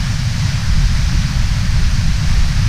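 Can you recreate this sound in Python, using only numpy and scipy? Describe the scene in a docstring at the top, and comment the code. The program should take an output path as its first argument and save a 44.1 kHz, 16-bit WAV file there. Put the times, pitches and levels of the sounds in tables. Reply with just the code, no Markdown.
"""Waterfall from some way off

A large waterfall drops down a rock cliff, heard on a small, almost mono microphone.
The water is a smooth hiss of fine noise and dense splash clicks, over the low noise of the plunge pool.
The draught from the fall buffets the microphone with deep noise, and the bass flattens at its peaks.
Short puffs of air are brief swells of narrow noise; a faint top hiss differs from left to right."""
import sys
import numpy as np
from scipy import signal
from scipy.fft import rfft, irfft, next_fast_len
from scipy.io import wavfile
from scipy.ndimage import uniform_filter1d, map_coordinates

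SR = 44100
rng = np.random.default_rng(int(sys.argv[2]) if len(sys.argv) > 2 else 0)


def bounce(signal):
    """Save signal as a 16-bit WAV file at the path given by the first command-line argument."""
    frames = np.transpose(np.atleast_2d(signal))
    limited = np.clip(frames, -1, 1)
    pcm = np.round(limited * 32767).astype(np.int16)
    wavfile.write(sys.argv[1], SR, pcm)


N = 118188  # length in samples


def amp(db):
    """Turn decibels into a gain."""
    return 10 ** (np.asarray(db) / 20)


def unit(x):
    """Scale a sound to an average strength (rms) of 1."""
    return x / np.sqrt(np.mean(x ** 2) + 1e-20)


def curve(rows):
    """Join (time in s, value) rows with straight lines, one value per sample."""
    return np.interp(np.arange(N) / SR, *np.transpose(rows))


def filtered(x, response):
    """Multiply each frequency in x by the gain that response gives for it."""
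    padded = next_fast_len(N + 8192)  # spare room, so that the end does not wrap onto the start
    hz = np.fft.rfftfreq(padded, 1 / SR)
    return irfft(rfft(x, padded) * response(hz), padded)[..., :N]


def coloured(x, spectrum):
    """Shape x with (Hz, relative dB) rows, joined on a log pitch scale, then scale it to rms 1."""
    pitch_hz, level_db = np.transpose(spectrum)
    knots = np.log(pitch_hz + 1)
    return unit(filtered(x, lambda hz: amp(np.interp(np.log(hz + 1), knots, level_db))))


def wobble(rate):
    """Draw a smooth random curve through `rate` random points a second."""
    points = rng.standard_normal(int(N * rate / SR) + 4)
    return map_coordinates(points, [np.arange(N) * rate / SR])


def patchy(patch_db):
    """Make white noise with random louder and softer patches in time and pitch."""
    grid = signal.stft(rng.standard_normal(N + 512), nperseg=512)[2]
    field = rng.standard_normal(grid.shape)
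    for axis in (0, 1):  # smooth over pitch, then over time
        field = uniform_filter1d(field, size=8, axis=axis)
    noise = signal.istft(grid * amp(patch_db * unit(field)), nperseg=512)[1]
    return unit(noise[:N])


def puffs():
    """Short puffs of air on the microphone: each is a brief swell of narrow noise."""
    # start_s is the loudest moment and level_db the level there; width is the half width of the
    # band in natural-log pitch; half_s is the time from the peak until the swell falls to 1/e.
    # columns: start_s, level_db, pitch_hz, width (no unit), half_s
    puff_rows = [(.2, -49, 270, 0.18, .03), (.83, -38.5, 330, 0.49, .012), (1.13, -37, 290, 0.23, .035),
                 (1.45, -49, 320, .3, .025), (1.81, -37.5, 350, 0.28, 0.022), (2.373, -39, 450, .3, .022),
                 (2.41, -35.5, 310, 0.21, .015)]
    t = np.arange(N) / SR
    out = np.zeros(N)
    for start_s, level_db, pitch_hz, width, half_s in puff_rows:
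        noise = rng.standard_normal(N)
        band = filtered(noise, lambda hz: np.exp(-(np.log((hz + 1) / pitch_hz) / width) ** 2))
        swell = np.exp(-((t - start_s) / half_s) ** 2)
        out += amp(level_db) * unit(band) * swell
    return out


def top_hiss(water):
    """Faint high hiss that differs between the sides: fresh noise plus the top of the spray."""
    # colour of the fresh noise: pitch_hz, level_db (relative, per Hz)
    hiss_colour = [(11000, -90), (11700, -14), (12000, -2), (12600, 0), (15200, -9)]
    level_db, spray_share = -54.5, 0.18  # the share is of power
    fresh = coloured(rng.standard_normal(N), hiss_colour)
    spray_top = unit(filtered(water, lambda hz: hz > 11800))
    return amp(level_db) * (np.sqrt(1 - spray_share) * fresh + np.sqrt(spray_share) * spray_top)


def pool_boom():
    """Boom of the plunge pool: low noise whose level drifts and wobbles."""
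    # level over time: start_s, level_db
    boom_level = [(0, -16), (.2, -19), (.4, -17.5), (.6, -19.5), (.75, -18), (.88, -22), (1.0, -17.5),
                  (1.4, -18), (1.9, -18.5), (2.2, -17), (2.42, -21), (2.68, -16.5)]
    # colour of the boom: pitch_hz, level_db (relative, per Hz)
    boom_colour = [(30, -12), (70, -10.5), (110, 1), (160, -1.5), (200, -12), (250, -18), (300, -30.5),
                   (350, -24), (420, -48), (900, -120)]
    level_db = curve(boom_level) + 0.67 * wobble(9)
    return amp(level_db) * coloured(rng.standard_normal(N), boom_colour)


def buffeting():
    """Draught on the microphone: deep noise that swells with each push of air."""
    # level over time: start_s, level_db
    push_level = [(0, -12), (.1, -22), (.25, -18), (.55, -22), (.7, -10.5), (.85, -9.5), (1.0, -16),
                  (1.15, -15.5), (1.3, -15), (1.45, -12), (1.6, -17), (1.8, -9), (1.93, -16), (2.08, -11.5),
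                  (2.2, -21), (2.4, -8), (2.55, -13), (2.68, -11.5)]
    # colour of the buffeting: pitch_hz, level_db (relative, per Hz)
    push_colour = [(3, -6), (8, -5), (30, 0.5), (55, -2.5), (85, -7), (130, -23.5), (250, -55), (600, -120)]
    level_db = curve(push_level) + 0.36 * wobble(6.9)
    return amp(level_db) * coloured(rng.standard_normal(N), push_colour)


def bass():
    """Boom and buffeting together, with rounded-off peaks and the treble taken away."""
    top, knee = 0.6, 3.26  # limit the peaks bend towards (1 = full scale); higher knee bends sharper
    x = pool_boom() + buffeting()
    flat = x / (1 + np.abs(x / top) ** knee) ** (1 / knee)
    return filtered(flat, lambda hz: 1 / np.sqrt(1 + (hz / 260) ** 6))  # half power at 260 Hz


def spray():
    """Falling water: patchy hiss plus dense random splash clicks, in the colour of the fall."""
    # level over time: start_s, level_db
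    flow_level = [(0.0, -28.5), (2.68, -28.5)]
    # colour of the water: pitch_hz, level_db (relative, per Hz)
    water_colour = [(250, -23), (400, -14), (453, -13.5), (602, -6), (699, -7), (1110, -4.5), (1300, -4),
                    (1740, -1), (2000, -3), (2400, -3), (2700, -5.5), (3520, -7), (4540, -3.5), (5120, -4),
                    (5950, -5.5), (7450, -16), (9610, -20), (11300, -30), (13000, -26.5), (15100, -32.5)]
    splashes_per_s, splash_share = 6000, 0.028  # the share is of power
    splash_boost_db = 3  # average random boost of a click
    hits = rng.random(N) < splashes_per_s / SR
    boost = amp(splash_boost_db * rng.exponential(size=N))
    clicks = hits * boost * rng.standard_normal(N)
    mix = np.sqrt(1 - splash_share) * patchy(patch_db=.5) + np.sqrt(splash_share) * unit(clicks)
    level_db = curve(flow_level) + 0.39 * wobble(6.08)
    return amp(level_db) * coloured(mix, water_colour)


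def scene():
    """Put everything in the middle; only the top hiss is added left and subtracted right."""
    water = spray()
    side = top_hiss(water)
    mid = water + bass() + puffs()
    return np.array([mid + side, mid - side])


def record(dry):
    """Keep only what lies below the microphone's band limit."""
    return filtered(dry, lambda hz: hz < 15300)  # Hz


dry = scene()
out = record(dry)
bounce(out)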